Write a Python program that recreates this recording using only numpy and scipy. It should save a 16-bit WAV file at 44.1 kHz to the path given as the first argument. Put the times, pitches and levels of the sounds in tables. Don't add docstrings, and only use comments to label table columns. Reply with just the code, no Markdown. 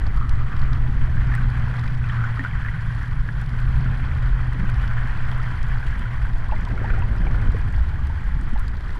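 import sys
import numpy as np
from scipy import signal
from scipy.fft import rfft, irfft, next_fast_len
from scipy.io import wavfile
from scipy.ndimage import uniform_filter1d

SR = 44100
rng = np.random.default_rng(int(sys.argv[2]) if len(sys.argv) > 2 else 0)


def volts_from_db(level):
    exponent = np.asarray(level, float) / 20
    return 10 ** exponent


def dump_mix(stems):
    frames = np.atleast_2d(stems).T
    limited = np.clip(frames, -1, 1)
    pcm = np.round(limited * 32767).astype(np.int16)
    wavfile.write(sys.argv[1], SR, pcm)


N = 396459

# (time [s], level [dB])
FLOW = [(0.0, -17.5), (0.5, -19.5), (1.0, -18.5), (1.8, -21.5), (2.2, -23.5), (2.7, -26), (3.2, -24),
        (3.8, -20), (4.3, -20.5), (4.9, -22), (5.6, -22.5), (6.3, -22), (6.7, -19.5), (7.5, -17),
        (7.8, -22), (8.2, -22), (8.55, -21), (8.99, -24.5)]
# (frequency [Hz], density [dB per Hz])
DEEP_COLOUR = [(4, -37.5), (10, 7.5), (20, -2.5), (45, -1), (75, -7.5), (110, -18.5), (160, -39)]
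# (frequency [Hz], density [dB per Hz])
UPPER_COLOUR = [(60, -17.5), (95, 0), (140, -5), (200, -13), (300, -22.5), (450, -30.5), (700, -58.5)]
# (time [s], peak [dB], pitch [Hz])
EDDIES = [(0.569, -13, 70), (1.061, -19, 24.74), (2.87, -10, 33.3), (3.19, -9, 36.1), (3.644, -13, 25.3),
          (3.9, -21, 84.1), (4.087, -11.5, 48.1), (5.192, -27.5, 55.6), (5.607, -15, 48),
          (5.965, -12.5, 39.9), (6.035, -11, 35), (6.331, -17.5, 30), (6.538, -13, 35), (7.031, -7.5, 32),
          (7.256, -20, 47.5), (7.479, -6.5, 32), (7.966, -15.5, 65.2), (8.48, -12, 35), (8.714, -22, 51.2)]
# (time [s], pitch [Hz], level [dB])
ENGINE = [(0.0, 115.1, -45), (0.19, 121.4, -30), (0.8, 125, -24), (1.1, 123.4, -26.5), (1.23, 119.7, -22.5),
          (1.95, 122.6, -23.5), (2.2, 116, -22.5), (2.61, 112.7, -29), (3.44, 118.8, -29),
          (3.8, 125.9, -23), (4.11, 125.6, -26.5), (5.09, 120.3, -28.5), (6.25, 121.8, -35.5),
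          (6.67, 117.6, -34), (6.76, 108, -31), (7.1, 107, -27), (7.55, 113.2, -28)]
# (time [s], level [dB])
WAKE = [(0.0, -42.5), (0.9, -41.5), (1.4, -41), (1.75, -37.5), (2.0, -42.5), (2.3, -38.5), (2.75, -40),
        (3.3, -43), (3.9, -40), (4.5, -40), (4.8, -38), (5.8, -38.5), (6.25, -41), (6.9, -42), (7.1, -42),
        (7.45, -39), (7.7, -42.5), (8.99, -44)]
# (frequency [Hz], density [dB per Hz])
FIZZ_COLOUR = [(700, -33.5), (1000, -5), (1290, -5.5), (1490, -0.8), (1930, -4), (2220, -11.5),
               (2400, -12.5), (2820, -20), (3180, -16.5), (3500, -24.1), (4200, -81)]
# (frequency [Hz], density [dB per Hz])
GURGLE_COLOUR = [(300, -25.5), (450, -5.5), (600, -5), (800, -0.5), (1000, -3), (1200, -15), (1600, -20.5)]
# (frequency [Hz], density [dB per Hz])
HISS_COLOUR = [(2800, 6), (3600, 2.5), (4500, 2), (5200, -4), (5700, -5), (6600, -10), (8000, -9.5),
               (8900, -16), (9900, -9.5), (10600, -14.6), (12200, -17), (13500, -19.5), (14200, -25),
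               (15000, -36), (16000, -52.5)]
# (start [s], end [s], centre [Hz], width [Hz], level [dB])
STREAMS = [(-0.43, 0.5, 1230, 230, -43), (4.5, 7, 1005, 84, -54.5), (7.5, 8.7, 873, 63, -55.5),
           (2.5, 4.2, 9940, 450, -79), (2.5, 3.2, 9890, 400, -76), (8.5, 9.9, 410, 280, -51),
           (6, 7.1, 790, 350, -51.5), (9.5, 9.9, 7300, 700, -78), (0, 4.96, 144.3, 31, -35.5),
           (4, 7.8, 111.8, 18, -35.5), (7.6, 8.3, 66.5, 19, -24), (4, 4.25, 75.2, 30, -27.5),
           (0, 2, 225, 120, -49), (7, 7.65, 220, 420, -43), (6.6, 7.05, 310, 360, -40),
           (6.7, 7.4, 480, 350, -51), (6.76, 7.06, 1560, 620, -38.5), (1.16, 1.48, 1440, 820, -38.5),
           (2, 2.379, 1380, 650, -39.5), (2.5, 2.75, 1580, 480, -40.5), (4.5, 4.7, 204, 190, -39)]
# (time [s], peak [dB], pitch [Hz])
BUBBLES = [(0.312, -33, 1300), (1.17, -23.5, 1610), (1.34, -17.5, 1814), (2.04, -22.5, 1475),
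           (2.096, -19.5, 1750), (2.216, -20, 1340), (2.24, -15.5, 1437), (2.373, -22.5, 1257),
           (2.394, -14.5, 1783), (2.449, -13, 1417), (2.649, -21.5, 1680), (2.685, -20, 1890),
           (2.896, -28, 1600), (3.289, -17.5, 1640), (3.417, -26.5, 1530), (4.692, -21, 1470),
           (5.398, -21, 1310), (5.829, -21, 1580), (5.926, -22.5, 1650), (6.055, -22.5, 1430),
           (6.492, -23, 1010), (6.522, -15.5, 855), (6.673, -25, 955), (6.777, -22.5, 1380),
           (6.844, -18, 837), (6.901, -21, 1460), (7.022, -22, 940), (7.268, -23, 780), (8.559, -23.5, 835),
           (8.957, -27, 984),
           (0.067, -33.5, 4340), (0.411, -24, 1170), (0.732, -38, 2296), (1.298, -28, 1480),
            (2.177, -24, 1320), (7.345, -21, 1400), (7.958, -27.5, 1700), (1.8776, -31, 2340),
            (2.0412, -30, 2500), (2.0988, -28, 3046), (2.5117, -30, 2245), (4.6696, -34, 2540),
            (4.6934, -31, 2364), (4.7976, -31.5, 2504), (5.0953, -33.5, 2360), (5.3162, -32, 3185),
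            (5.827, -39, 2380), (6.5137, -31, 2610), (6.563, -25.5, 2044), (6.778, -29, 2170),
            (6.858, -21.5, 1740), (6.9034, -29, 2290), (7.0206, -32, 2590), (7.2694, -25, 2290),
            (7.4116, -36, 2560),
           (0.212, -22.5, 1148), (1.084, -32, 640), (1.317, -22.5, 1780), (1.379, -21, 1515),
          (1.673, -28.5, 980), (1.741, -27, 1412), (2.135, -27, 1550), (2.208, -22, 1450),
          (2.559, -28.5, 1475), (2.632, -27, 1596), (2.662, -20, 1738), (2.738, -26.5, 1880),
          (2.791, -25.5, 1710), (3.068, -28, 1487), (4.628, -27.5, 1560), (4.652, -27.5, 1480),
          (5.096, -26, 1830), (5.248, -24, 1670), (5.59, -26, 1788), (5.802, -27, 1487),
          (6.145, -28.5, 1807), (6.25, -29.5, 1056), (6.707, -27, 1610), (7.152, -26.5, 1384),
          (7.378, -25.5, 1466), (7.737, -28.5, 1913), (7.778, -28.5, 853), (7.988, -29.5, 1142),
          (8.098, -29, 907), (8.259, -33, 1545), (8.609, -27, 1383), (8.893, -29, 1812)]
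# (time [s], peak [dB], pitch [Hz], t60 [s])
KNOCKS = [(2.393, -24.5, 263, 0.11), (3.28, -36, 279, 0.066), (3.801, -14.5, 129.8, 0.17),
          (4.59, -18, 177.5, .1), (4.63, -20, 188, 0.09), (6.72, -26, 192, 0.075),
          (7.198, -21.5, 171, 0.13), (6.978, -26, 773, 0.046), (6.524, -30, 622, 0.083),
          (7.545, -15.5, 438, 0.025), (8.528, -16.5, 221, 0.04)]
# (time [s], body [dB], middle [dB], edge [dB])
SNAPS = [(0.0662, -41, -66.0, -72.0), (0.1456, -43.0, -52, -64.0), (0.161, -45, -53.0, -62.0),
         (0.173, -39, -51.0, -49.0), (0.2932, -33, -41, -47.0), (0.5541, -51.0, -58.0, -62.0),
         (0.5657, -40, -51, -66.0), (0.5945, -39.0, -51.0, -54.0), (0.6165, -35, -62.0, -63.0),
         (0.6368, -40.0, -53.0, -64.0), (0.655, -53.0, -66.0, -69.0), (0.7317, -32, -49, -61.0),
         (1.1976, -50.0, -65.0, -65.0), (1.272, -45, -52.0, -65.0), (1.3186, -50.0, -63.0, -57.0),
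         (1.351, -38, -39, -43.0), (1.5963, -48.0, -51, -68), (1.7669, -41.0, -52, -69),
         (1.7937, -36, -46, -58), (1.8121, -43, -55.0, -56.0), (1.878, -37.5, -64.0, -67.0),
         (2.063, -47.0, -55, -71.0), (2.0887, -39, -50.0, -62.0), (2.2358, -50.0, -60.0, -73.0),
         (2.4418, -47, -64.0, -66.0), (3.0782, -47.0, -60.0, -63.0), (3.278, -45.0, -53.0, -67.0),
         (3.3293, -43.0, -57.5, -66.0), (3.4138, -42, -47.0, -49.0), (3.462, -43.0, -52.0, -51.0),
         (3.4925, -43.0, -52.0, -56.0), (3.6012, -44.0, -52.0, -50.0), (3.69, -48.0, -53, -62.0),
         (3.8442, -46.0, -55.0, -62.0), (4.5321, -37, -52.0, -48), (4.597, -46.0, -54, -61.0),
         (4.6982, -40.0, -43, -46), (4.7426, -39, -53.0, -62.0), (4.8773, -39, -52.0, -49.0),
         (4.9357, -49.0, -52.0, -57.0), (5.0314, -45.0, -68.0, -65.0), (5.2525, -42.0, -58.0, -64.0),
         (5.3148, -36, -52.0, -51.0), (5.3453, -45.0, -55.0, -64.0),
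         (5.489, -56.0, -51, -57.0), (5.6291, -40, -44, -58.0), (5.685, -47, -47, -52.0),
              (5.7808, -42, -61.0, -64.0), (5.8651, -50.0, -50.0, -55.0), (5.9933, -39, -46, -46),
              (6.3325, -41.0, -57.0, -68.0), (6.3834, -47.0, -48, -50.0), (6.4437, -45.0, -56.0, -71.0),
              (6.4867, -48.0, -51, -71.0), (6.6508, -37, -46, -58.0), (6.9441, -43, -62.0, -65.0),
              (6.991, -56.0, -48, -61.0), (7.1821, -40, -56.0, -66.0), (7.3123, -44, -47, -57.0),
              (7.3567, -50.0, -56.0, -55.0), (7.4151, -44, -50.0, -57.0), (7.5183, -45, -49, -69.0),
              (7.6151, -44.0, -50.0, -59.0), (7.7248, -49.0, -47.0, -53.0), (8.0701, -43, -46, -53.0),
              (8.4118, -58.0, -45.0, -65.0), (8.4327, -46.0, -55.0, -52.0), (8.5334, -48.0, -53.0, -65.0),
              (8.5764, -44.0, -61.0, -67.0), (8.5959, -49.0, -43.0, -39), (8.6807, -37, -43, -54),
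              (8.7685, -43.0, -64.0, -63.0), (8.807, -48.0, -52.0, -67.0), (8.883, -56.0, -55, -68.0),
              (8.9047, -44, -55, -66.0), (8.928, -58.0, -56.0, -69.0), (8.962, -59.0, -56.0, -53)]
# (frequency [Hz], level [dB])
WHINE = [(9890, -95), (11149, -92), (11209, -99)]

MEAN_FLOW_DB, MEAN_WAKE_DB = -20, -41


def evened(x):
    return x / np.sqrt(np.mean(x ** 2) + 1e-20)


def curves(rows):
    s, *columns = np.transpose(rows)
    return [np.interp(np.arange(N) / SR, s, c) for c in columns]


def coloured(x, points):
    f, db = np.transpose(points)
    size = next_fast_len(N)
    hz = np.fft.rfftfreq(size, 1 / SR)
    gain = volts_from_db(np.interp(np.log(hz + 1), np.log(f), db, -120, -120))
    return evened(irfft(rfft(x, size) * gain, size)[:N])


def drift(hz):
    coarse = rfft(rng.standard_normal(2048))
    coarse /= 1 + (np.arange(len(coarse)) * SR / N / hz) ** 2
    return np.interp(np.linspace(0, 2047, N), np.arange(2048), evened(irfft(coarse)))


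def add(mix, s, sound):
    part = mix[round(s * SR):][:len(sound)]
    part += sound[:len(part)]


def ping(hz, t60, glide, rise_s):
    t = np.arange(round(t60 * SR) + 8) / SR
    tone = np.sin(2 * np.pi * hz * t * (1 + glide * t / t60))
    return tone * volts_from_db(-60 * t / t60) * (1 - np.exp(-t / rise_s))


def flow():
    flow_db, = curves(FLOW)
    deep = coloured(rng.standard_normal(N), DEEP_COLOUR)
    lumpy_noise = rng.standard_normal(N) * volts_from_db(2.36 * drift(50))
    upper = coloured(lumpy_noise, UPPER_COLOUR)
    deep_db = flow_db + 1.36 + 2 * drift(8.4)
    upper_db = -31 + 1.21 * (flow_db - MEAN_FLOW_DB)
    push = volts_from_db(deep_db) * deep + volts_from_db(upper_db) * upper
    return 0.5 * np.tanh(push / 0.5)


def eddies():
    out = np.zeros(N)
    for s, db, hz in EDDIES:
        add(out, s, volts_from_db(db + 5) * ping(hz, t60=4 / hz, glide=-0.05, rise_s=0.37 / hz))
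    return out


def engine():
    hz, db = curves(ENGINE)
    phase = 2 * np.pi * np.cumsum(hz * (1 + 0.014 * drift(8))) / SR
    fade = np.clip((ENGINE[-1][0] - np.arange(N) / SR) / 0.21, 0, 1)
    level = np.sqrt(2) * fade * volts_from_db(db - 1 + 1.65 * drift(10.7))
    return level * (np.sin(phase) + volts_from_db(-25) * np.sin(2 * phase))


def swarm(lo_hz, hi_hz, per_s, cycles, spread_db, clump_db):
    kinds = 20
    hits = volts_from_db(spread_db * np.minimum(rng.exponential(1, N), 4)) * rng.choice([-1, 1], N)
    hits *= rng.random(N) < per_s / SR * volts_from_db(clump_db * drift(12))
    kind, out = rng.integers(0, kinds, N), np.zeros(N)
    for k, hz in enumerate(np.geomspace(lo_hz, hi_hz, kinds)):
        decay = np.exp(-np.log(1000) * hz / cycles / SR)
        turn = 2 * np.pi * hz / SR
        resonance = [1, -2 * decay * np.cos(turn), decay ** 2]
        out += signal.lfilter([np.sin(turn) * hz], resonance, hits * (kind == k))
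    return evened(out)


def patchy(x, depth_db):
    z = signal.stft(x, nperseg=512)[2]
    across_hz = uniform_filter1d(rng.standard_normal(z.shape), 5, 0)
    patches = evened(uniform_filter1d(across_hz, 20, 1))
    return signal.istft(z * volts_from_db(depth_db * patches), nperseg=512)[1][:N]


def wake():
    fizz_db, = curves(WAKE)
    flow_db, = curves(FLOW)
    nearness_db = fizz_db - MEAN_WAKE_DB
    gurgle_db = -48.5 + 0.83 * nearness_db + 0.49 * (flow_db - MEAN_FLOW_DB)
    hiss_db = -58.5 + 0.48 * nearness_db
    foam = rng.standard_normal((3, N))
    small = swarm(900, 4220, per_s=2000, cycles=30, spread_db=2.6, clump_db=1.7)
    fizz = coloured(0.94 * foam[0] + 0.59 * small, FIZZ_COLOUR)
    large = swarm(400, 1290, per_s=400, cycles=22, spread_db=3.3, clump_db=2.3)
    low_foam = coloured(foam[1], [(200, 0.0047), (2000, 0)])
    gurgle = coloured(0.87 * low_foam + 0.39 * large, GURGLE_COLOUR)
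    crackle = swarm(3500, 15000, per_s=1000, cycles=20, spread_db=4.5, clump_db=2.5)
    hiss = coloured(1.03 * foam[2] + 0.6 * crackle, HISS_COLOUR)
    mix = volts_from_db(fizz_db + 0.3) * fizz + volts_from_db(gurgle_db) * gurgle + volts_from_db(hiss_db) * hiss
    return patchy(mix * volts_from_db(1.1 * drift(30)), depth_db=0.49)


def streams():
    out = np.zeros(N)
    for start, end, hz, width_hz, db in STREAMS:
        noise = rng.standard_normal(round((end - start) * SR))
        grains = noise * volts_from_db(2.5 * drift(60)[:len(noise)])
        edges_hz = [hz - width_hz / 2, hz + width_hz / 2]
        band = signal.butter(2, edges_hz, "band", fs=SR, output="sos")
        swell = signal.windows.tukey(len(noise), 0.6)
        add(out, max(start, 0), volts_from_db(db) * evened(signal.sosfilt(band, grains)) * swell)
    return out * volts_from_db(1.4 * drift(28))


def pops():
    out, near = np.zeros(N), BUBBLES
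    chances = rng.uniform(-1, 1, (len(near), 2))
    for (s, db, hz), (detune, lag) in zip(near, chances):
        t60 = 0.04 * (1000 / hz) ** 0.52
        add(out, s, volts_from_db(db - 4) * ping(hz, t60, glide=0.052, rise_s=0.0001))
        neighbour = ping(hz * (1 + 0.07 * detune), t60, glide=0.17, rise_s=0.00057)
        add(out, s + 0.0065 + 0.005 * lag, volts_from_db(db - 9) * neighbour)
    return out


def knocks():
    out = np.zeros(N)
    for s, db, hz, t60 in KNOCKS:
        add(out, s, volts_from_db(db + 4) * ping(hz, t60, glide=0.014, rise_s=0.0053))
    return out


def far_snaps():
    when, loud, body, middle, edge = rng.uniform(-0.87, 1, (40, 5)).T
    s = (when + 1) / 2 * N / SR
    db = -52 + 4 * loud
    return np.c_[s, db + 5 * body, db - 5 + 4 * middle, db - 11 + 6 * edge]


def snaps():
    out, t = np.zeros(N), np.arange(400) / SR
    rows = np.vstack([SNAPS, far_snaps()])
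    crack = rng.standard_normal((len(rows), len(t))) * volts_from_db(-60 * t / 0.013)
    bands = []
    for edges_hz in ([2600, 5070], [5200, 9000], [9000, 14000]):
        band = signal.butter(3, edges_hz, "band", fs=SR, output="sos")
        bands.append(signal.sosfilt(band, crack))
    bands = np.array(bands)
    bands /= abs(bands).max(axis=2, keepdims=True)
    for k, (s, *parts_db) in enumerate(rows):
        add(out, s, volts_from_db(np.add(parts_db, [0, 1, -1.5])) @ bands[:, k])
    return out


def whine():
    t, out = np.arange(N) / SR, np.zeros(N)
    for hz, db in WHINE:
        out += np.sqrt(2) * volts_from_db(db) * np.sin(2 * np.pi * (hz * t + 0.15 * drift(3)))
    return out


def scene():
    water = flow() + eddies() + wake() + streams() + pops()
    return (water + engine() + knocks() + snaps() + whine())[None]


def dropouts(x):
    share, lo_hz, hi_hz, cut_db = 0.3, 11500, 14900, -24
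    hz, _, z = signal.stft(x, SR, nperseg=512)
    frames = z.shape[-1]
    chances = rng.random((frames // 4 + 1, 2))
    hit, depth = np.repeat(chances, 4, axis=0)[:frames].T
    edge_hz = np.where(hit < share, hi_hz - (hi_hz - lo_hz) * depth ** 2, SR)
    gain = np.where(hz[:, None] > edge_hz, volts_from_db(cut_db), 1)
    return signal.istft(z * gain, SR, nperseg=512)[1][:, :N]


def top_cut(x):
    return signal.sosfilt(signal.butter(12, 15100, fs=SR, output="sos"), x)


def record(dry):
    finished = dropouts(dry)
    return top_cut(finished)


dry = scene()
out = record(dry)
dump_mix(out)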